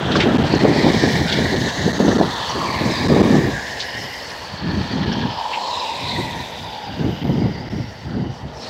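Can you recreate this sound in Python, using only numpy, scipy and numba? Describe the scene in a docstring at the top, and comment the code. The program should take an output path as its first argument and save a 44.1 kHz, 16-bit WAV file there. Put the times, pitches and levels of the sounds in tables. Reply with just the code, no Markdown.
"""Cars roll past on a wet city street, three of them close by, heard from the kerb in gusty wind.
Air pumped from their treads roars and rings in the grooves; the tyres throw hissing spray and
slap through puddles. Sound bouncing off the wet road cuts gliding notches into the passes.
Gusts buffet the microphone and now and then choke it for a few milliseconds."""
import sys
import numpy as np
from scipy import signal
from scipy.fft import rfft, irfft, next_fast_len
from scipy.io import wavfile
from scipy.ndimage import uniform_filter1d
from numba import njit

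SR = 44100
rng = np.random.default_rng(int(sys.argv[2]) if len(sys.argv) > 2 else 0)


def inscribe(sig):
    """Save sig as 16-bit PCM at rate SR to the path in sys.argv[1].

    A 1-D sig is mono; a 2-D sig holds one channel per row.
    Samples are clipped to [-1, 1] before scaling.
    """
    pcm = np.round(np.clip(np.atleast_2d(sig).T, -1, 1) * 32767)
    wavfile.write(sys.argv[1], SR, pcm.astype(np.int16))


N = 383229
TIME_S = np.arange(N) / SR


def from_db(db):
    """Decibels to gain."""
    return 10 ** (np.asarray(db) / 20)


def unit_rms(x):
    """Scale to rms 1."""
    return x / np.sqrt(np.mean(x ** 2) + 1e-20)


def lowpass(x, hz, order=2):
    """Zero-phase low-pass."""
    return signal.sosfiltfilt(signal.butter(order, hz, fs=SR, output="sos"), x)


def drift(rate_hz):
    """Slow random curve, rms 1."""
    hop = 40
    pole = np.exp(-2 * np.pi * rate_hz * hop / SR)
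    noise = rng.standard_normal(N // hop + 2002)
    slow = signal.lfilter([1], [1, -2 * pole, pole * pole], noise)[2000:]
    return np.interp(np.arange(N) / hop, np.arange(len(slow)), unit_rms(slow))


def coloured(x, spectrum):
    """Shape x to a spectrum, with steep skirts beyond its ends; rms 1."""
    hz, db = np.transpose(spectrum)
    size = next_fast_len(N)
    log_hz = np.log(np.maximum(np.arange(size // 2 + 1) * SR / size, 1))
    outside = np.abs(log_hz - np.clip(log_hz, np.log(hz[0]), np.log(hz[-1])))
    gain = from_db(np.interp(log_hz, np.log(hz), db) - 40 * outside)
    return unit_rms(irfft(rfft(x, size) * gain, size)[:N])


@njit
def resonator(x, hz, width_hz):
    """Two-pole band-pass, one centre frequency per sample."""
    r = np.exp(-np.pi * width_hz / SR)
    feedback = 2 * r * np.cos(2 * np.pi * hz / SR)
    y = np.zeros(len(x))
    for i in range(2, len(x)):
        y[i] = (1 - r * r) / 2 * (x[i] - x[i - 2]) + feedback[i] * y[i - 1] - r * r * y[i - 2]
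    return y


def bandpass(x, hz, width_hz):
    """Two resonators in series, each width_hz wide; rms 1."""
    hz = hz * np.ones(len(x))
    return unit_rms(resonator(resonator(x, hz, width_hz), hz, width_hz))


# Light air between gusts: time_s, level_db
BREEZE = [(0, -21.5), (1.2, -22), (1.75, -44), (2.45, -35), (3.45, -22), (3.85, -51), (5.2, -36),
          (5.5, -66), (6.4, -38), (6.8, -51), (7.5, -25), (8.0, -42), (8.69, -42)]
# Gusts at the microphone: start_s, end_s, level_db, small_eddies_db
GUSTS = [(0.096, 0.203, -20.5, 5.5), (0.256, 0.425, -15, 0), (0.54, 0.571, -15.5, -0.5),
         (0.622, 0.802, -16, 4.5), (0.852, 0.885, -14, 4), (0.932, 1.245, -19.5, -13),
         (1.021, 1.087, -16, 0), (1.348, 1.46, -16.5, -0.5), (1.53, 1.565, -14, -4.5),
         (1.62, 1.672, -18.5, -4), (1.786, 1.962, -20, 0.5), (1.997, 2.104, -15.5, 3.5),
         (2.161, 2.249, -17, 2.5), (2.55, 2.703, -30.5, 15), (2.805, 2.906, -20, 3.5),
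         (3.025, 3.475, -19, -0.5), (3.103, 3.212, -13, 0), (3.268, 3.383, -13.5, -2),
         (3.958, 4.05, -34.5, 6), (4.643, 4.806, -18.5, -9), (4.916, 5.256, -18, -8), (6.023, 6.4, -30, -3),
         (6.186, 6.192, -19.5, -0.5), (6.612, 6.657, -33, -13), (6.898, 6.913, -23.5, -20),
         (6.999, 7.096, -15.5, -6.5), (7.23, 7.47, -15, -10.5), (7.62, 7.663, -28.5, -4),
         (7.724, 7.796, -20, -13.5), (8.066, 8.286, -23.5, -10), (8.155, 8.23, -18.5, -13),
         (8.432, 8.462, -26, -22)]
FULL_GUST_DB = -15


def gusts(attack_s=0.02, release_s=0.04):
    """Gusts add to the breeze in power; returns buffeting level and small-eddy gain in dB."""
    power = from_db(np.interp(TIME_S, *np.transpose(BREEZE))) ** 2
    weighted_small_db = 0
    for start_s, end_s, level_db, small_db in GUSTS:
        fade = np.maximum(start_s - TIME_S, 0) / attack_s + np.maximum(TIME_S - end_s, 0) / release_s
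        gust_power = (from_db(level_db) * np.exp(-np.minimum(fade, 20))) ** 2
        power += gust_power
        weighted_small_db += small_db * gust_power
    return 10 * np.log10(power), weighted_small_db / power


# Turbulence spectrum: freq_hz, density_db
BUFFET_SPECTRUM = [(22, -50), (32, -34), (42, -17.5), (60, -5.5), (130, 1), (250, 1.5), (400, -3.5),
                   (600, -11.5), (900, -19.5), (1500, -31), (3000, -48)]


def buffeting(gust_db, small_db):
    """Turbulence at the microphone port: fast air sheds small eddies, large ones rule in light air."""
    flow = coloured(rng.standard_normal(N), BUFFET_SPECTRUM)
    flow /= np.sqrt(uniform_filter1d(flow ** 2, size=1500) + 1e-9)   # flatten the slow level
    large = lowpass(flow, hz=99)
    small = flow - lowpass(flow, hz=271)
    middle = flow - large - small
    force_db = gust_db - FULL_GUST_DB
    small *= from_db(small_db + np.minimum(0.5 * force_db, 2.5) + 0.74 * drift(61))
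    large *= from_db(-3.5 - 0.59 * force_db)
    lumps_db = 2.2 * drift(30)
    return from_db(gust_db + 0.23 + lumps_db) * (large + middle + small)


# Hardest single eddies: time_s, level_db, pitch_hz
EDDIES = [(0.348, -1.5, 300), (0.445, -8, 520), (0.539, -1.5, 270), (0.648, -4, 250), (0.653, -4.5, 420),
          (0.715, -5, 300), (0.763, -8, 332), (0.867, -0.5, 270), (0.886, -3, 300), (0.946, -4.5, 340),
          (1.039, -1, 280), (1.217, -5.5, 257), (1.389, -5, 324), (1.542, -4.5, 278), (1.880, -5, 377),
          (2.003, -3, 480), (2.051, -5, 330), (2.081, -3, 380), (2.190, -5.5, 470), (2.203, -2, 240),
          (2.213, -3.5, 238), (3.134, -5, 280), (3.165, -4, 480), (3.192, -6.5, 360), (3.309, -12, 273),
          (3.354, -1.5, 262), (4.541, -19.5, 163), (5.255, -7.5, 190.3), (6.191, -10, 253),
          (7.253, -9, 230), (7.295, -8.5, 209), (7.460, -9, 200), (7.801, -14, 169)]


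def eddies(spread_cycles=0.45, crackle_decay_s=0.0088):
    """A swing or two of pressure at the port thumps, then breaks up; harder eddies crackle more."""
    out = np.zeros(N)
    crackle = bandpass(rng.standard_normal(N), hz=610, width_hz=490)
    crackle = unit_rms(lowpass(crackle, hz=950))
    for time_s, level_db, pitch_hz in EDDIES:
        near = np.abs(TIME_S - time_s) < 0.04
        age_s = TIME_S[near] - time_s
        cycles = age_s * pitch_hz
        thump = np.cos(2 * np.pi * (cycles + rng.random())) * np.exp(-(cycles / spread_cycles) ** 2 / 2)
        envelope = np.exp(-np.maximum(-6 * age_s, age_s) / crackle_decay_s)
        breakup = from_db(-12.5 + 0.5 * level_db) * envelope * crackle[near]
        out[near] += from_db(level_db) * (thump + breakup)
    return out


# Longest pinnings of the diaphragm: centre_s, length_s
LONG_CHOKES = [(.378, 0.006), (.434, 0.0037), (.588, 0.0033), (.930, 0.0023), (1.926, 0.0051),
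               (1.988, 0.0036), (2.178, 0.005), (2.208, 0.0038), (3.079, 0.0054), (3.224, 0.0058),
               (5.056, 0.0038), (7.239, 0.0046), (7.694, 0.0067)]


def choke_gain(gust_db, full_gust_per_s=3.3, brief_s=0.0021):
    """Pinned by wind, the diaphragm passes almost nothing; strong gusts pin it more often."""
    rate_per_s = full_gust_per_s * from_db(gust_db - FULL_GUST_DB) ** 2
    brief_chokes = [(centre_s, brief_s) for centre_s in TIME_S[rng.random(N) < rate_per_s / SR]]
    gain = np.ones(N)
    for centre_s, length_s in list(LONG_CHOKES) + brief_chokes:
        distance = 2 * (TIME_S - centre_s) / length_s
        gain *= 1 - (1 - from_db(-55)) / (1 + distance ** 4)
    return gain


def droplets(per_s, spread_db):
    """Tiny impacts of uneven size on an equal bed of smooth hiss; rms 1."""
    sizes = from_db(spread_db * np.minimum(rng.exponential(1, N), 4)) * rng.choice([-1, 1], N)
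    impacts = unit_rms(sizes * (rng.random(N) < per_s / SR))
    return unit_rms(impacts + rng.standard_normal(N))


# Tyres hitting puddles: peak_s, level_db, centre_hz, width_hz, length_s
SPLASHES = [(0.12, -23, 3180, 2230, 0.012), (0.156, -18.5, 1220, 900, 0.0087),
            (0.161, -21.5, 3520, 2790, 0.014), (0.207, -17.5, 2400, 2280, 0.02),
            (0.551, -28, 5670, 1840, 0.0044), (1.298, -20.5, 3600, 1400, 0.011),
            (1.326, -19, 3770, 2000, 0.01), (2.496, -29, 5800, 900, 0.012), (3.804, -24, 4200, 2100, 0.019),
            (5.128, -30.5, 5440, 810, 0.0067), (5.535, -23.5, 2600, 1000, 0.017),
            (6.084, -28, 3900, 1000, 0.071)]


def splashes():
    """Each puddle gives a quick slap of drops that dies away."""
    out = np.zeros(N)
    drops = droplets(per_s=1700, spread_db=-2)
    for peak_s, level_db, centre_hz, width_hz, length_s in SPLASHES:
        near = np.abs(TIME_S - peak_s) < 0.25
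        age = (TIME_S[near] - peak_s) / length_s
        envelope = np.exp(-np.maximum(-3 * age, 0.7 * age))
        out[near] += from_db(level_db + 3) * envelope * bandpass(drops[near], centre_hz, width_hz)
    return lowpass(out, hz=6460)


def position(path, lag_s=0):
    """Place along the road, in units of the closest distance."""
    closest_s, approach_s, retreat_s = path
    age_s = TIME_S - closest_s - lag_s
    return age_s / np.where(age_s < 0, approach_s, retreat_s)


def nearness_db(path, lag_s=0):
    """Level falls with distance; 0 dB at the closest point."""
    return -15 * np.log10(1 + position(path, lag_s) ** 2)


def glide(path, share):
    """Pitch factor: 1 + share on approach, 1 - share on retreat."""
    place = position(path)
    return 1 - share * place / np.sqrt(1 + place ** 2)


def swells(rows, source, wander_share):
    """Bands of source swell and glide as a wheel passes, wavering with the uneven water film."""
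    out = np.zeros(N)
    waver = 1 + wander_share * drift(12)
    for row, offset in zip(rows, rng.integers(0, N, len(rows))):
        *path, level_db, centre_hz, glide_share, width_hz = row
        place = position(path)
        near = np.abs(place) < 8
        envelope = from_db(level_db + nearness_db(path)) * (1 - (place / 8) ** 2)
        pitch_hz = centre_hz * glide(path, glide_share) * np.roll(waver, offset)
        band = np.roll(source, offset)[near]
        for _ in range(3):   # three wider passes: same width, steeper sides
            band = bandpass(band, pitch_hz[near], np.sqrt(3) * width_hz)
        out[near] += envelope[near] * band
    return out


# Wetter patches: peak_s, rise_s, fall_s, level_db, centre_hz, glide_share, width_hz
SPRAY_SURGES = [(0.05, 0.088, 0.59, -32.5, 3010, 0.13, 1300), (0.53, 0.026, 0.074, -31.5, 4250, 0.031, 700),
                (0.82, 0.078, 0.13, -31.5, 3930, 0.13, 1100), (1.0, 0.048, 0.15, -34, 4370, 0.055, 2180),
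                (1.1, 0.15, 0.33, -44, 5190, 0.016, 900), (1.18, .08, .08, -60, 14500, 0, 3000),
                (1.62, 0.59, 0.24, -32, 3850, 0, 1100), (1.76, 0.15, 0.28, -42.5, 6200, 0.01, 1400),
                (2.07, 0.046, 0.11, -40.5, 6020, 0.045, 800), (2.44, 0.27, 0.1, -31, 3300, 0.15, 1000),
                (2.72, 0.48, 0.14, -34.5, 4420, 0, 704), (2.75, .1, .15, -62, 13200, 0, 3500),
                (2.93, 0.036, 0.22, -35, 4860, 0.023, 650), (2.96, 0.16, 0.3, -32, 3820, 0.041, 810),
                (3.46, .06, 0.04, -59.5, 14600, 0, 3000), (3.55, 0.22, 0.22, -53, 6800, 0.01, 1100),
                (3.95, 0.16, 0.27, -38, 2920, 0, 400), (4.0, 0.34, 0.25, -39, 4980, 0, 900),
                (4.07, 0.1, 0.18, -60, 13000, 0, 5500), (4.3, .15, 0.13, -68, 9400, 0.011, 4000),
                (4.85, 0.65, 0.46, -38, 4360, 0, 566), (5.25, 0.31, 0.33, -36, 3120, 0.0021, 700),
                (5.35, 0.067, 0.079, -40, 4900, 0, 800), (5.72, 0.069, 0.16, -30.5, 3940, 0.096, 754),
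                (5.7, 0.16, 0.25, -47, 7100, 0, 1700), (5.8, 0.15, 0.19, -36.5, 4950, 0.041, 900),
                (5.88, 0.15, 0.47, -36.5, 2570, 0.11, 600), (6.11, 0.26, 0.15, -32.5, 3750, 0, 900),
                (6.2, 0.25, 0.11, -49, 7600, 0.034, 2600), (6.28, 0.27, 0.26, -56, 11700, 0, 4500),
                (6.5, 0.24, 0.33, -38, 3550, 0, 650), (6.85, 0.21, 0.2, -43, 4720, 0.014, 600),
                (7.17, 0.12, 0.19, -55.5, 13200, 0, 3800), (7.22, 0.46, .2, -41.5, 2940, 0.0046, 600),
                (7.45, 0.19, 0.6, -45.5, 4770, 0.033, 600), (7.8, .1, 0.17, -51, 2870, 0.025, 600),
                (7.72, 0.051, .2, -48, 5400, 0, 690), (8.25, .15, .1, -56, 4620, 0.0031, 450),
                (8.25, 0.084, 0.21, -50.5, 2930, .02, 400), (8.35, .03, 0.039, -51, 5450, 0.012, 700),
                (8.62, .04, 0.069, -43, 5380, 0.0085, 900), (8.65, 0.029, .1, -37.5, 4030, 0.03, 1100)]


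def spray_surges():
    """The spray surges as a wheel crosses a wetter patch."""
    hiss = droplets(per_s=5000, spread_db=4) * from_db(2 * drift(33))
    return swells(SPRAY_SURGES, hiss, wander_share=0.018)


# Crests of the tread's roar and overtone: peak_s, rise_s, fall_s, level_db, centre_hz, glide_share, width_hz
TREAD_HUMS = [(0.74, 0.12, 0.19, -28, 1850, 0.024, 520), (1.04, .12, 0.17, -27, 1810, 0.0067, 328),
              (1.25, 0.37, 0.19, -32.5, 2170, -0.0032, 350), (1.3, .04, 0.081, -30, 1480, -0.014, 250),
              (1.62, 0.33, 0.61, -29, 1777, 0.042, 427), (2.66, 0.096, 0.12, -25, 994, 0.018, 322),
              (2.75, 0.076, 0.46, -31.5, 2170, -0.0084, 500), (3.0, 0.12, 0.082, -29.5, 1785, 0.022, 398),
              (3.22, 0.27, 0.12, -30.5, 1060, -0.017, 260), (2.15, .1, 0.23, -32.5, 1310, 0.0081, 350),
              (3.5, 0.19, 0.2, -28.5, 1730, 0.012, 335), (3.99, 0.26, 0.16, -32.5, 1880, -0.027, 342),
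              (5.2, 0.62, 0.14, -35, 1694, 0.018, 378), (5.5, 0.19, 0.22, -27, 873, 0.054, 220),
              (5.78, 0.13, 0.12, -24.5, 955, 0.011, 160), (5.72, 0.27, 0.16, -39, 532, 0.034, 170),
              (6.15, 0.17, 0.34, -32, 944, 0.055, 170), (6.18, 0.13, 0.19, -34, 1936, 0.049, 330),
              (6.75, 0.089, 0.15, -34, 843, 0.058, 165), (7.35, 0.22, 0.57, -41, 854, 0.052, 171),
              (6.97, .1, 0.13, -41.5, 1520, 0.0068, 400), (7.55, 0.33, 0.43, -43, 1980, 0.046, 397),
              (8.12, .03, 0.061, -42, 1350, -0.0052, 450)]


def tread_hums():
    """The tread's roar and overtone crest now and then in gliding bands as the cars roll by."""
    grain = droplets(per_s=900, spread_db=3) * from_db(2.5 * drift(29))
    return swells(TREAD_HUMS, grain, wander_share=0.022)


# Fine-drop spectra, at the car and behind it: freq_hz, density_db
FIZZ_SPECTRUM = [(4500, 0.5), (6000, 7.5), (7000, -1), (8000, -4.5), (9200, -14), (11000, -28)]
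MIST_SPECTRUM = [(7000, -13), (9300, -5.5), (11800, -3), (13500, -7.5), (15700, -6)]


def fine_drops(clouds):
    """The smallest drops fizz above each car's spray and thin out into mist behind it."""
    fizz_power = sum(from_db(db + nearness_db(path)) ** 2 for path, db in clouds)
    mist_power = sum(from_db(db - 8 + nearness_db(path, lag_s=0.13)) ** 2 for path, db in clouds)
    fizz = from_db(4 + 1.4 * drift(9.3)) * coloured(droplets(per_s=2600, spread_db=5.5), FIZZ_SPECTRUM)
    mist = from_db(drift(14)) * coloured(droplets(per_s=1500, spread_db=3), MIST_SPECTRUM)
    return np.sqrt(fizz_power) * fizz + np.sqrt(mist_power) * mist


# Engine and tyre-body spectrum: freq_hz, density_db
RUMBLE_SPECTRUM = [(30, -44), (55, -10), (100, -28), (200, 1.5), (320, -1.5), (480, 5), (680, 5),
                   (1000, -5), (1400, 3.5), (2500, -20)]


def rumble(path, level_db):
    """Engine and tyre bodies merge into a low drone."""
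    gain = from_db(level_db - 3.5 + nearness_db(path) + drift(30))
    return gain * coloured(rng.standard_normal(N), RUMBLE_SPECTRUM)


# Tyre spray spectrum: freq_hz, density_db
SPRAY_SPECTRUM = [(700, -28), (1300, 5), (1800, -13), (2400, 8.5), (3200, 5), (4400, 0.5), (5500, -5.5),
                  (6400, -26.5), (7500, -21.5), (10000, -46)]


def spray(path, level_db):
    """Water flung off the tyres: a broad, fluttering hiss."""
    gain = from_db(level_db - 1.5 + nearness_db(path) + 2.7 * drift(27))
    return gain * coloured(droplets(per_s=5700, spread_db=6), SPRAY_SPECTRUM)


def tread(path, roar_db, overtone_db, groove_hz, overtone_hz):
    """Pumped air rings at the grooves' first two pipe resonances; the roar leads, the overtone trails."""
    shift = glide(path, share=0.017)
    roar_gain = from_db(roar_db + nearness_db(path, lag_s=-0.45) + 1.5 * drift(26))
    roar = bandpass(rng.standard_normal(N), groove_hz * shift, width_hz=450)
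    overtone_gain = from_db(overtone_db + nearness_db(path, lag_s=0.071) + 0.9 * drift(27))
    overtone = bandpass(rng.standard_normal(N), overtone_hz * shift, width_hz=420)
    return roar_gain * roar + overtone_gain * overtone


def road_bounce(x, path, low_depth, high_depth):
    """Direct and reflected sound cancel at two pitches that glide as the car moves."""
    shift = glide(path, share=0.11)
    for notch_hz, width_hz, depth in (1305, 710, low_depth), (2624, 860, high_depth):
        x = x - min(depth, 0.95) * resonator(x, notch_hz * shift, width_hz)
    return x


# Dulling of the traffic's treble: time_s, loss_db
TREBLE_LOSS = [(4.42, -6.5), (4.65, 6), (4.73, 1), (5.05, 9.5), (5.28, 9), (5.42, 1.5), (5.8, 1), (6.6, -1),
               (6.95, 4.5), (7.3, 7), (7.65, 7), (7.73, 0), (7.95, 0), (8.3, 6), (8.36, -1), (8.52, 2.5),
               (8.6, -7.5)]


def treble_dips(x):
    """The treble sinks and recovers, at times brightening; the very top moves less."""
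    loss_db = np.interp(TIME_S, *np.transpose(TREBLE_LOSS))
    low = lowpass(x, hz=6070, order=4)
    top = x - lowpass(x, hz=12000)
    return low + from_db(-loss_db) * (x - low - top) + from_db(-0.53 * loss_db) * top


# Passing cars: closest_s, approach_s, retreat_s, roar_db, overtone_db, spray_db, fine_drops_db,
# rumble_db, groove_hz, overtone_hz, low_notch_depth, high_notch_depth
CARS = [(0.10, 0.16, 0.38, -31.5, -32, -37.5, -57, -22.5, 875, 1700, 0, 0),
        (0.95, 0.37, 1.2, -28, -30.5, -26, -47.5, -24, 805, 1790, 0.94, 1),
        (2.851, 0.34, 0.95, -27, -36, -35.5, -49.5, -27, 947, 1830, 1, 0.2),
        (4.95, 0.26, 0.37, -40, -51, -30.5, -50, -33.5, 980, 1660, 0, 0.56),
        (5.92, 0.54, 0.84, -31, -46, -35, -50, -30, 820, 1940, .95, 1),
        (7.30, 0.53, 0.6, -43.5, -46, -47, -59.5, -35, 760, 1910, 0.4, 0.4),
        (8.78, 0.14, .4, -40, -39, -41, -57, -24, 770, 1760, 0.77, 0)]


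def cars():
    """Each car brings tread noise, spray and rumble, notched by the road bounce, plus fine drops."""
    out, clouds = np.zeros(N), []
    for (*path, roar_db, overtone_db, spray_db, fine_drops_db, rumble_db,
         groove_hz, overtone_hz, low_notch_depth, high_notch_depth) in CARS:
        car = tread(path, roar_db, overtone_db, groove_hz, overtone_hz)
        car += spray(path, spray_db) + rumble(path, rumble_db)
        out += road_bounce(car, path, low_notch_depth, high_notch_depth)
        clouds.append((path, fine_drops_db))
    return out + fine_drops(clouds)


def scene():
    """Street and wind meet at one microphone; its choking cuts both."""
    gust_db, small_db = gusts()
    street = treble_dips(cars() + spray_surges() + tread_hums()) + splashes()
    wind = buffeting(gust_db, small_db) + eddies()
    return ((street + wind) * choke_gain(gust_db))[None]


def record(dry):
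    """Low cut, soft peak limiting, steep top cut."""
    low_cut_hz, top_cut_hz = 40, 15750
    thin = signal.sosfilt(signal.butter(4, low_cut_hz, "high", fs=SR, output="sos"), dry)
    rounded = 0.95 * thin / (1 + thin ** 8) ** (1 / 8)
    return signal.sosfilt(signal.ellip(12, 0.1, 90, top_cut_hz, fs=SR, output="sos"), rounded)


dry = scene()
out = record(dry)
inscribe(out)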